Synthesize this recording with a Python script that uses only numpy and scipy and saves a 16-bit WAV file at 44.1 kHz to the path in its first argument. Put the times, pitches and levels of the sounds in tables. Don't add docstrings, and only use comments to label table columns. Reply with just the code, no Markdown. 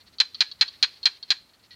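import sys
import numpy as np
from scipy import signal
from scipy.fft import rfft, irfft, next_fast_len
from scipy.io import wavfile
from scipy.ndimage import map_coordinates

SR = 44100
rng = np.random.default_rng(int(sys.argv[2]) if len(sys.argv) > 2 else 0)


def gain_from_db(level_db):
    decades = np.asarray(level_db, float) / 20
    return 10 ** decades


def pcm_store(signal):
    levels = np.round(np.clip(np.atleast_2d(signal), -1, 1) * 32767)
    wavfile.write(sys.argv[1], SR, levels.astype(np.int16).T)


N = 77175

# (delay_s, level_db)
FAR_BOUNCE = (0.000695, -12)


def points(table, hz):
    f, v = np.transpose(table)
    return np.interp(np.log(hz + 1), np.log(f + 1), v)


def level_curve(rows):
    return np.interp(np.arange(N) / SR, *np.transpose(rows))


def wobble(rate):
    knots = rng.standard_normal(int(N * rate / SR) + 4)
    return map_coordinates(knots, [np.arange(N) * rate / SR])


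def noise(colour):
    size = next_fast_len(N + 8192)
    spectrum = rfft(rng.standard_normal(size))
    shape = gain_from_db(points(colour, np.fft.rfftfreq(size, 1 / SR)))
    x = irfft(spectrum * shape, size)[:N]
    return x / x.std()


def air_hiss():
    # (dB per Hz, relative)
    hiss_colour = [(150, -25), (250, -3), (740, -7), (1170, -7), (1250, -5), (1460, -8), (11900, -19.5),
                   (15300, -21), (16400, -33)]
    return gain_from_db(-64 + 1.5 * wobble(2.6)) * noise(hiss_colour)


def wind_rumble():
    # time_s, level_db (before the lift below)
    gusts = [(0.0, -69.5), (0.13, -64.5), (0.154, -69), (0.204, -70), (0.238, -65), (0.262, -72),
             (0.428, -71), (0.466, -80), (0.496, -70), (1.3, -72), (1.334, -67), (1.36, -69),
             (1.686, -74.5), (1.75, -68)]
    # hz, level_db (relative)
    rumble_colour = [(20, -37), (40, -9), (80, -0.5), (150, -5.5), (260, -7.5), (500, -34), (1000, -77)]
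    lift_db = 1.54
    return gain_from_db(level_curve(gusts) + lift_db + 1.3 * wobble(19)) * noise(rumble_colour)


def far_chorus():
    # time_s, level_db (before the lift below)
    swell = [(0.0, -67.5), (0.238, -71), (0.38, -59), (1.262, -68), (1.48, -74), (1.75, -69)]
    # hz, level_db (relative)
    chorus_colour = [(900, -37), (2000, -13), (3300, -10.5), (3900, -6), (4300, 0), (4800, -8.5),
                     (6000, -19), (8500, -47)]
    lift_db = 2.55
    waver_db = 4.7 * wobble(29.68) + 4.5 * wobble(45.03)
    return gain_from_db(level_curve(swell) + lift_db + waver_db) * noise(chorus_colour)


def scatter(x, decay, delay_s):
    hz, t, z = signal.stft(rng.standard_normal(SR // 2), SR, nperseg=128)
    t60_s = points(decay, hz)[:, None]
    tail = signal.istft(z * gain_from_db(-60 * t / t60_s), SR, nperseg=128)[1]
    tail = tail * (1 - np.exp(-np.arange(len(tail)) / SR / delay_s))
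    return signal.fftconvolve(x, tail / np.linalg.norm(tail))


def pulse_times(start_s, gap_s, slowing, count):
    last_gap_drag, jitter_s = 4.6, .00002
    k = np.arange(count)
    drag = last_gap_drag * np.exp(np.minimum(k + 2 - count, 0))
    gaps = gap_s * (1 + slowing * (k + drag))
    return start_s + np.cumsum(gaps) - gaps + jitter_s * rng.standard_normal(count)


def rasp(hz, count):
    rasp_db, fade_s, above_hz = -2.5, .0016, 7700
    t = np.arange(4096) / SR
    puff = rfft(rng.standard_normal((count, len(t))) * np.exp(-t / fade_s))
    puff = puff / np.sqrt(fade_s * SR / 2)
    return 1 + gain_from_db(rasp_db) * puff / (1 + (above_hz / (hz + 1)) ** 4)


def bark(start_s, gap_s, slowing, count, pulse, mouth, bounce):
    loudness_db = 14
    size_scatter_db, last_pulse_drop_db = 0.4, 6
    bass_lag_cycles = 0.29
    k, hz = np.arange(count), np.fft.rfftfreq(4096, 1 / SR)
    times = pulse_times(start_s, gap_s, slowing, count)
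    size_db = size_scatter_db * rng.standard_normal(count) - last_pulse_drop_db * np.exp(k + 1 - count)
    table = np.array(pulse)
    fade_db = points(table[:, ::2], hz)
    colour_db = points(table[:, :2], hz) - k[:, None] * fade_db
    pulses = rasp(hz, count) * gain_from_db(colour_db + size_db[:, None])
    placed = pulses * np.exp(-2j * np.pi * hz * times[:, None])
    lag = np.exp(-2j * np.pi * bass_lag_cycles * np.log((hz + 1) / (hz + mouth[0][0])))
    burst = lag * np.sum(placed, axis=0)
    ring = 1 + sum(gain_from_db(db) * 1j * hz * w / (c ** 2 - hz ** 2 + 1j * hz * w) for c, w, db in mouth)
    delay_s, bounce_db = bounce
    echo = 1 + gain_from_db(bounce_db) * np.exp(-2j * np.pi * hz * delay_s)
    return -gain_from_db(loudness_db) * irfft(burst * ring * echo)


def gecko(calls, pulse, mouth, bounce, ground_db, scrub_db):
    # hz, t60_s
    ground_decay = [(500, 0.14), (2000, 0.084), (4200, 0.064), (8000, 0.11), (15000, 0.019)]
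    # hz, t60_s
    scrub_decay = [(500, 0.26), (2000, 0.27), (4200, 0.29), (8000, 0.26), (15000, 0.14)]
    ground_build_s, scrub_build_s = 0.0013, 0.011
    out = np.zeros(N + SR)
    for start_s, db, gap_s, slowing, count in calls:
        at = int(start_s * SR) - 100
        direct = gain_from_db(db) * bark(start_s - at / SR, gap_s, slowing, int(count), pulse, mouth, bounce)
        ground = gain_from_db(ground_db) * scatter(direct, ground_decay, ground_build_s)
        scrub = gain_from_db(scrub_db) * scatter(direct, scrub_decay, scrub_build_s)
        for sound in (direct, ground, scrub):
            out[at:at + len(sound)] += sound
    return out[:N]


def distant_geckos():
    # start_s, level_db (relative), first_gap_s, slowing_share_per_pulse, pulses (whole part counts)
    distant_calls = [(.004, -42.5, 0.0024, 0.04, 7.2), (.076, -44, 0.002, 0.038, 5.1),
                     (.381, -43, 0.0025, 0.028, 6.7), (.591, -44, .002, 0.037, 9),
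                     (.738, -35, .002, 0.019, 3), (.756, -42, .0021, 0.024, 4.1),
                     (.959, -43, 0.0023, 0.032, 6.8), (1.28, -41.5, .0019, .03, 10.5),
                     (1.385, -51, 0.0017, 0.032, 5.9), (1.4935, -47.5, 0.0013, 0.022, 5.2),
                     (1.535, -47, .0021, .03, 7.5), (1.595, -52, 0.0017, .03, 7.8),
                     (1.708, -36.5, .002, 0.0095, 10), (1.731, -42.5, 0.0013, 0.025, 11.6)]
    # hz, level_db (relative), fade_db_per_pulse
    distant_pulse = [(794, -50, .1), (1950, -1.5, .3), (2670, -11.5, .4), (3500, -1, .6),
                     (4260, -2.5, 0.93), (5500, -12.5, 0.97), (7500, -45, .9)]
    mouth = [(4250, 600, 5.9)]  # centre_hz, width_hz, level_db
    return gecko(distant_calls, distant_pulse, mouth, FAR_BOUNCE, ground_db=1.5, scrub_db=-14)


def neighbour_gecko():
    # start_s, level_db (relative), first_gap_s, slowing_share_per_pulse, pulses
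    neighbour_calls = [(.1849, -28, .00153, .008, 8), (.3461, -26, .00151, .014, 9),
                       (.5150, -27, .00177, .006, 7), (.6803, -26, .00179, .004, 8),
                       (.8520, -28, .00180, .004, 7), (1.0305, -26, .00185, .004, 8),
                       (1.2281, -27, .00183, .004, 7)]
    # hz, level_db (relative), fade_db_per_pulse
    neighbour_pulse = [(500, -57, .1), (1140, -13, 0.09), (2380, -21, .2), (3470, -5, 0.44),
                       (4370, -1, 0.63), (5400, -12.5, 1.5), (6500, -20.5, 2.1), (8500, -56, 1.5)]
    mouth = [(4250, 610, 12.9), (3360, 300, 3)]  # centre_hz, width_hz, level_db
    return gecko(neighbour_calls, neighbour_pulse, mouth, FAR_BOUNCE, ground_db=-12, scrub_db=-27)


def near_gecko():
    # start_s, level_db (relative), first_gap_s, slowing_share_per_pulse, pulses
    near_calls = [(.20205, -4, .00195, .045, 9), (.40686, -4, .00197, .046, 10),
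                  (.61142, -4, .00200, .042, 10), (.82759, -4, .00207, .042, 10),
                  (1.05652, -4.5, .00212, .040, 10), (1.30482, -5, .00229, .025, 10)]
    # hz, level_db (relative), fade_db_per_pulse (negative grows); the top treble tires first
    near_pulse = [(226, -64.5, -1.5), (400, -24.5, -0.26), (618, -30.5, 0.5), (855, -21, -0.59),
                  (1744, -7.5, -0.35), (2700, -4.5, 0.36), (3230, -1.5, 0.77), (4320, -3, 1.5),
                  (5470, -8, 2.1), (6730, -12.5, 2), (7490, -22.5, 1.5), (10880, -35.5, 1.66),
                  (14900, -43, 2.2), (17000, -68, 4.5)]
    mouth = [(4147, 178, 15.9), (4472, 386, 9.97)]  # centre_hz, width_hz, level_db
    near_bounce = (0.0012086, -10.5)  # delay_s, level_db
    return gecko(near_calls, near_pulse, mouth, near_bounce, ground_db=-13.5, scrub_db=-23.5)


def scene():
    night = air_hiss() + wind_rumble() + far_chorus()
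    geckos = distant_geckos() + neighbour_gecko() + near_gecko()
    return (night + geckos)[None]


def top_cut(x):
    return signal.sosfilt(signal.butter(12, 16520, fs=SR, output="sos"), x)


def record(dry):
    return top_cut(dry)


dry = scene()
out = record(dry)
pcm_store(out)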